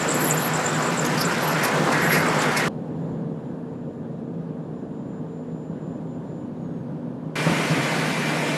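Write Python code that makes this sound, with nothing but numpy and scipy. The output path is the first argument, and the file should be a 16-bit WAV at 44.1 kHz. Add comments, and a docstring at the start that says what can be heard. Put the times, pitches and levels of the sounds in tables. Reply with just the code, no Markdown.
"""A diesel engine drones in a fishing boat at sea, heard from three places in turn: high over the working deck,
at a sheltered rail and beside the net. Shaped noise beats at the firing rate; wash and wind are its hiss.
Over the deck, stick-slip noise through sharp modes makes a sheave squeak and scrape and a winch drum groan.
The rail adds a generator hum and a whistle that runs down; beside the net come the sines of a hydraulic pump
and winch gears, and decaying sines that thump."""
import sys
import numpy as np
from scipy import signal
from scipy.fft import rfft, irfft, next_fast_len
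from scipy.io import wavfile
from scipy.ndimage import uniform_filter1d, map_coordinates

SR = 44100
rng = np.random.default_rng(int(sys.argv[2]) if len(sys.argv) > 2 else 0)


def store_wav(level_fs):
    """Save 16-bit WAV to argv[1]."""
    pcm = np.round(np.clip(np.atleast_2d(level_fs), -1, 1) * 32767)
    wavfile.write(sys.argv[1], SR, pcm.T.astype(np.int16))


N = 377923
T = np.arange(N) / SR  # time of each sample (s)


def amp(db):
    """Decibels to amplitude ratio: 20 dB is a factor of ten."""
    return 10 ** (np.asarray(db) / 20)


def unit(x):
    """Normalisation to an rms of 1."""
    return x / np.sqrt(np.mean(x ** 2) + 1e-20)


def along(points, hz):
    """Interpolation of (frequency, value) points on a logarithmic frequency axis."""
    f, v = np.transpose(points)
    return np.interp(np.log(hz + 1), np.log(f + 1), v)


def curves(rows):
    """Linear interpolation in time: one curve for each column after the time."""
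    s, *columns = np.transpose(rows)
    return [np.interp(T, s, column) for column in columns]


def wobble(rate):
    """Smooth random modulation: a spline through rate random knots a second."""
    knots = rng.standard_normal(int(N * rate / SR) + 4)
    return map_coordinates(knots, [T * rate])


def filtered(x, response):
    """Linear filtering: the spectrum of x times a response of frequency."""
    m = next_fast_len(N + SR // 2)  # padded against wrap-around
    return irfft(rfft(x, m) * response(np.fft.rfftfreq(m, 1 / SR)), m)[:N]


def ringing(x, modes):
    """Modal superposition: x through parallel resonances of alternating sign, at rms 1."""
    def response(f):
        return sum((-1) ** k * amp(db) * 1j * f * width / (hz * hz - f * f + 1j * f * width)
                   for k, (hz, width, db) in enumerate(modes))
    return unit(filtered(x, response))


def tone(hz, drift_hz):
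    """Frequency modulation: a sine of rms 1 whose pitch drifts a little at random."""
    cycles = np.cumsum(hz + drift_hz * wobble(6)) / SR
    return np.sqrt(2) * np.sin(2 * np.pi * cycles + rng.uniform(0, 2 * np.pi))


def patches(x, gain):
    """Time-frequency modulation: smoothed random patches set the gain of x."""
    z = signal.stft(x, nperseg=512)[2]
    field = uniform_filter1d(rng.standard_normal(z.shape), 7, 0)
    field = uniform_filter1d(field, 8, 1)
    return signal.istft(z * gain(unit(field)), nperseg=512)[1][:N]


def patchy(depth_db):
    """Turbulent noise: white noise made uneven in time and frequency."""
    return patches(rng.standard_normal(N), lambda field: amp(depth_db * field))


def bursts(rows, rise):
    """Transient envelope: a linear rise under a Gaussian fall, for rows of (start_s, level_db, length_s)."""
    return sum(amp(db) * np.clip((T - s) / rise, 0, 1) * np.exp(-np.clip((T - s) / abs(span), 0, 9) ** 2)
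               for s, db, span in rows)


def spells(rows, rise, fall):
    """Driven-then-free envelope: linear attack, hold, exponential release, for (start_s, level_db, held_s)."""
    out = np.zeros(N)
    for s, db, held in rows:
        part = slice(*np.searchsorted(T, [s, s + abs(held) + 12 * abs(fall)]))
        t = T[part] - s
        out[part] += amp(db) * np.clip(t / rise, 0, 1) * np.exp(-np.clip(t - held, 0, None) / fall)
    return out


def slips(rate, depth_db):
    """Stick-slip friction: noise whose level is redrawn rate times a second, its peaks limited."""
    return rng.standard_normal(N) * amp(depth_db * np.clip(wobble(rate), -3, 1.5))


def rubbed(hz, width, rate, depth_db):
    """Friction-driven resonance: slips through one mode twice, for steep skirts."""
    mode = [(hz, 1.6 * width, 0)]  # two passes narrow it back to about the given width
    return ringing(ringing(slips(rate, depth_db), mode), mode)


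def wandering(modes, rate, depth_db, wander_db):
    """Mode competition: rubbed modes take turns at being loudest."""
    return unit(sum(amp(db + wander_db * wobble(24.96)) * rubbed(hz, width, rate, depth_db)
                    for hz, width, db in modes))


def engine(place, spectrum, hull_db, beat, patchy_db):
    """Pulse excitation and plate resonance: firing beats in the drone, noise rings the hull, and hiss lies above."""
    # by place: time_s, drone_level_db, hiss_level_db (rms from 800 to 3500 Hz)
    levels = [
        [(0, -26.5, -27), (1, -26.5, -28.5), (1.9, -25, -26), (2.67, -25.5, -26.5)],
        [(2.7, -32.5, -50), (3.1, -29.5, -49.5), (3.8, -33.5, -53), (5.3, -33.5, -52), (6.2, -33, -51.5),
         (7.34, -34, -51.5)],
        [(7.37, -27.5, -28.5), (7.7, -26, -28.5), (8.55, -27.5, -30)],
    ]
    # strongest engine tones, by place: pitch_hz, level_db
    drone_tones = [
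        [(155, -37.5), (241, -38.5)],
        [(133, -51.5), (162, -41), (242, -42), (264, -46.5), (298, -49.5), (920, -67), (1210, -70),
         (1490, -71.5)],
        [(153, -37), (228, -42)],
    ]
    # hull plate modes: pitch_hz, width_hz, relative_level_db
    hull_modes = [(153.3, 13.2, -1.5), (244.3, 9.9, -2.5), (162.4, 5.8, -6.5), (498.4, 15, -9),
                  (545, 19, -11.5)]
    firing_hz = 33.3

    def low(f):
        return 1 / (1 + (f / 700) ** 4)

    drone_db, hiss_db = curves(levels[place])
    cycle = np.cumsum(firing_hz + 0.251 * wobble(1)) / SR % 1
    firing = np.exp(-cycle / 0.04)  # one exhaust pulse per firing
    push = patchy(patchy_db) + beat * unit(firing - firing.mean())
    drone = unit(filtered(push, lambda f: amp(along(spectrum, f)) * low(f)))
    hull = filtered(ringing(rng.standard_normal(N), hull_modes), low)
    drone = unit(drone + amp(hull_db) * hull)

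    hiss = filtered(patchy(patchy_db), lambda f: amp(along(spectrum, f)) * (1 - low(f)))
    hiss /= np.std(filtered(hiss, lambda f: (f > 800) & (f < 3500)))
    tones = sum(amp(db + 2.5 * wobble(7)) * tone(hz, 2.176) for hz, db in drone_tones[place])
    return tones + amp(drone_db + 0.48 * wobble(3.5)) * drone + amp(hiss_db + 0.3 * wobble(7)) * hiss


def sheave_squeak():
    """Stick-slip: two sheave modes flutter as it runs, easing with time, and chirp at the sharpest squeaks."""
    # low and high sheave mode: pitch_hz, width_hz, running_offset_db
    modes = [(7220, 240, -2.5), (7700, 370, -3)]
    # sharpest squeaks: start_s, held_s, low_mode_db, high_mode_db
    chirps = [(.002, .018, -38.5, -41), (0.079, .012, -40.5, -27.5), (.1, .02, -31.5, -28),
              (.148, .012, -36, -34), (.198, .024, -40, -36), (.25, .03, -40.5, -43),
              (.296, .024, -27.5, -30.5), (.372, .022, -39, -42), (.53, .02, -42, -41),
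              (.548, .012, -40.5, -33), (.588, .01, -38.5, -40.5), (.638, .024, -28.5, -39),
              (.672, .03, -38, -44.5), (.728, .02, -36, -41), (.822, .008, -41.5, -43),
              (.84, .04, -46.5, -45), (.97, .036, -36.5, -37.5), (1.246, .012, -33.5, -30),
              (1.508, .02, -43, -52), (2.02, .055, -45.5, -42), (2.279, .008, -46, -32),
              (2.386, .022, -41.5, -41)]
    running_db = -41 - 4.5 * T  # eases by 4.5 dB per second
    squeak = 0
    for k, (hz, width, db) in enumerate(modes):
        running = amp(running_db + db + 3.2 * wobble(45))
        chirping = spells([(row[0], row[2 + k], row[1]) for row in chirps], .005, 0.0084)
        squeak = squeak + (running + chirping) * rubbed(hz, width, rate=220, depth_db=5.0)
    return squeak


def sheave_squeal():
    """Mode locking: competing high modes squeal in spells, and at moments one clear pitch stands out."""
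    # high modes: pitch_hz, width_hz, relative_level_db
    modes = [(10980, 280, 0.5), (11400, 96, -2), (11600, 80, -1.5), (12200, 230, -4), (12800, 300, -7)]
    # spells of high squealing: start_s, level_db, held_s
    squeals = [(.138, -36, 0.017), (.165, -42, 0.023), (.19, -34.5, 0.042), (.238, -31, 0.018),
               (.262, -37.5, 0.065), (.336, -34.5, .018), (.37, -40, 0.072), (.442, -34, 0.037),
               (1.05, -41, 0.014), (1.172, -39.5, 0.026), (1.204, -34.5, 0.017), (1.272, -48.5, 0.018),
               (1.42, -41.5, 0.032), (1.47, -45, 0.05), (1.632, -31.5, 0.025), (2.015, -42, 0.079),
               (2.09, -34.5, 0.042), (2.128, -34.5, 0.032), (2.17, -41.5, 0.043), (2.568, -33.5, 0.014)]
    # moments of one clear pitch: start_s, level_db, held_s, pitch_hz
    locks = [(1.42, -46, .03, 12150), (1.433, -41, .025, 11450), (1.473, -31, .018, 11450),
             (1.495, -44, .035, 11480)]
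    level = amp(-57) + spells(squeals, .007, 0.0069)  # a faint running squeal under the spells
    squeal = level * amp(2.2 * wobble(70)) * wandering(modes, 140, depth_db=0.5, wander_db=3.0)
    locked = sum(spells([(s, db, held)], .004, .005) * tone(hz, 25) for s, db, held, hz in locks)
    return squeal + locked


def sheave_scrape():
    """Sliding friction: a steady broad scrape, with rasp and hiss when the line jerks over the sheave."""
    # broad scrape spectrum: frequency_hz, relative_level_db (per Hz)
    spectrum = [(2500, -15.5), (4000, -0.5), (5000, 3.5), (6500, -1), (9000, -3), (12000, -9),
                (14500, -30.5)]
    # jerks of the line: start_s, length_s, rasp_pitch_hz, rasp_level_db, hiss_level_db
    jerks = [(1.042, 0.043, 6460, -34, -44.5), (1.171, .05, 5000, -32.5, -46.5),
             (1.2, 0.038, 4960, -26, -37), (1.305, 0.081, 5180, -41, -51.5),
             (1.625, 0.047, 5820, -36.5, -30.5), (1.918, 0.025, 4560, -41, -35),
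             (2.117, 0.054, 5000, -34, -31), (2.407, .03, 5500, -35.5, -36),
             (2.563, 0.035, 5500, -36.5, -30.5)]
    rasp = sum(bursts([(s, db, span)], 0.0099) * rubbed(hz, width=710, rate=150, depth_db=2.0)
               for s, span, hz, db, _ in jerks)
    hiss = bursts([(s, db, span) for s, span, _, _, db in jerks], 0.0088)
    broad = unit(filtered(slips(150, 3.7), lambda f: amp(along(spectrum, f))))
    return (amp(-42.5) + hiss) * broad + rasp


def groan():
    """Selective modal excitation: the loaded line rubs the drum, and modes near each groan's pitch speak most."""
    # winch drum modes: pitch_hz, width_hz, mode_offset_db
    modes = [(1400, 60, -6.5), (1524, 60, -6), (1604, 46, -8.5), (1695, 40, -7), (1883, 49, -7),
             (2058, 47, -6), (2180, 40, -5), (2430, 270, -3.5)]
    # groans: start_s, level_db (before the mode offset), held_s, loudest_near_hz
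    groans = [(1.22, -30.5, 0.17, 1400), (1.53, -27, 0.061, 1450), (1.61, -25.5, 0.032, 1850),
              (1.7, -30, 0.022, 1500), (1.91, -25.5, 0.17, 1800), (2.09, -24, 0.098, 1850),
              (2.25, -26.5, .02, 1700), (2.41, -29.5, 0.13, 1700), (2.54, -28.5, 0.075, 1950)]
    fall_db_per_khz = 13  # modes further from the pitch speak less
    out = 0
    for hz, width, offset_db in modes:
        rows = [(s, db - fall_db_per_khz * abs(hz - near) / 1000, held) for s, db, held, near in groans]
        level = spells(rows, 0.019, 0.04) * amp(offset_db + 1.8 * wobble(25))
        out = out + level * rubbed(hz, width, 80, depth_db=2.0)
    return out


def deck():
    """Superposition high over the deck: engine, wavering machine tones, sheave and drum."""
    # roar of engine room, wash and wind: frequency_hz, relative_level_db (per Hz)
    roar = [(25, -39), (81, -21.5), (157, 0), (492, 1.5), (884, -7), (1070, -8.5), (1350, -10),
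            (3720, -24.5), (6170, -30), (7430, -30.5), (8720, -37), (13500, -46.5), (14400, -60)]
    # machine tones: pitch_hz, level_db
    machine_tones = [(995, -42), (1492, -44.5), (1400, -48), (1771, -44)]
    tones = sum(amp(db + 2.5 * wobble(12)) * tone(hz, 3) for hz, db in machine_tones)
    gear = sheave_squeak() + sheave_squeal() + sheave_scrape() + groan()
    return engine(0, roar, hull_db=-2.0, beat=0.034, patchy_db=1.5) + tones + gear


def generator():
    """Periodic rotation: one wavering hum that holds, then dies away."""
    fade_s, fade_db_per_s = 5.6, 30
    hum_db = -45 - fade_db_per_s * np.clip(T - fade_s, 0, 9)
    return amp(hum_db + 1.6 * wobble(10)) * tone(453.4, 1.507)


def turbo_whistle():
    """Exponential spin-down: a thin whistle holds its pitch until the throttle eases, then runs towards idle."""
    # whistle level: time_s, level_db
    whistle_levels = [(2.7, -84), (2.9, -76), (4.0, -79), (4.45, -87), (4.7, -75), (6.0, -72), (6.42, -74),
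                      (6.54, -88), (6.63, -73), (6.85, -82), (7.05, -98)]
    turbo_hz, idle_hz = 7120, 4500
    throttle_back_s, spin_down_s = 6.37, 1.7
    slowing = np.exp(-np.clip(T - throttle_back_s, 0, 9) / spin_down_s)
    whistle_db, = curves(whistle_levels)
    flicker_db = 5.6 * np.minimum(wobble(14), .5)
    return amp(whistle_db + flicker_db) * tone(idle_hz + (turbo_hz - idle_hz) * slowing, 3.5)


def rail():
    """Shielding from the gear: only engine, generator and whistle add up here."""
    # roar at the rail: frequency_hz, relative_level_db (per Hz)
    roar = [(25, -43), (60, -28), (100, -17.5), (150, -7.5), (210, -7.5), (250, -9), (540, -15.5),
            (580, -16), (1000, -27), (1300, -36.5), (1750, -39.5), (2000, -47), (3800, -52.5),
            (4400, -56.5), (6000, -61), (7200, -59.5), (8000, -65), (11500, -65), (12000, -73),
            (12400, -90)]
    return engine(1, roar, hull_db=-4.0, beat=0.063, patchy_db=1.0) + generator() + turbo_whistle()


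def pump():
    """Harmonic series: hydraulic pulses through the pipework sound at multiples of the piston rate."""
    # pump pulses: multiple, level_db
    harmonics = [(1, -41), (3, -46), (4, -46), (5, -47), (6, -50), (7, -42), (8, -41), (9, -52), (10, -53),
                 (11, -54)]
    piston_hz = 295.25
    return sum(amp(db + 2.1 * wobble(9)) * tone(k * piston_hz, 0.298 * k) for k, db in harmonics)


def winch_mesh():
    """Gear meshing: regular tooth contact gives one wavering tone."""
    # gear-mesh tone: pitch_hz, level_db
    mesh_hz, mesh_db = (937, -45.5)
    return amp(mesh_db + 1.5 * wobble(8.3)) * tone(mesh_hz, 3.0)


def thumps():
    """Impact and radiation: blows ring a plate at their own pitch with low noise; deep bass radiates poorly."""
    # blows: start_s, ring_pitch_hz, ring_peak_db (before the bass cut), held_s
    blows = [(7.462, 164.5, -14.5, 0.017), (7.491, 300, -18.5, .008), (7.511, 204, -15.5, 0.0088),
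             (7.627, 225, -24, .02), (7.70, 155, -20, 0.032), (7.768, 236, -24.5, 0.024)]
    slosh = filtered(rng.standard_normal(N), lambda f: 1 / (1 + (f / 860) ** 4))
    slosh = amp(-7) * unit(slosh)  # relative to the ring's peak
    sound = sum(spells([(s, db, held)], 0.0067, 0.01) * (np.sin(2 * np.pi * hz * (T - s)) + slosh)
                for s, hz, db, held in blows)
    return filtered(sound, lambda f: 1 / (1 + (80 / (f + 1)) ** 4))


def net():
    """Superposition beside the net: engine, whining pump, winch gears and heavy thumps on the hull."""
    # roar beside the net: frequency_hz, relative_level_db (per Hz)
    roar = [(25, -62), (70, -35), (110, -23.5), (153, -2), (190, -9), (290, -5.5), (340, -11), (650, -8.5),
            (800, -12.5), (1350, -16), (1500, -15), (2400, -16), (2700, -20), (3400, -23.5), (6000, -29.5),
            (10200, -35), (13000, -44.5), (14400, -55.5)]
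    return engine(2, roar, hull_db=-9.5, beat=0.031, patchy_db=1.4) + pump() + winch_mesh() + thumps()


def scene():
    """Superposition in time: three places in turn, with faint random patches opposite in the two channels."""
    # moments when the listening place changes: from deck to rail, from rail to net [s]
    moves = (2.6838, 7.3553)
    # filter on the opposite patches: frequency_hz, gain_db
    patch_gain = [(1000, -68.5), (2000, -40), (2600, -4.5), (4000, -19.5), (6000, -14.5), (13000, -16)]
    leave, arrive = [np.clip((T - s) / .0015 + .5, 0, 1) for s in moves]
    common = (1 - leave) * deck() + leave * (1 - arrive) * rail() + arrive * net()
    # random treble patches, opposite in the two channels
    sparse = patches(common, lambda field: np.sign(field) * np.clip(np.abs(field) - .9, 0, 1))
    opposite = filtered(sparse, lambda f: amp(along(patch_gain, f)))
    return np.array([common + opposite, common - opposite])


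def record(dry):
    """Band limitation: a small microphone drops the deepest bass, and nothing above the top is kept."""
    top_hz, bass_hz = 14400, 45

    def response(f):
        return (f < top_hz) / np.sqrt(1 + (bass_hz / (f + 1)) ** 4)
    return np.array([filtered(channel, response) for channel in dry])


dry = scene()
out = record(dry)
store_wav(out)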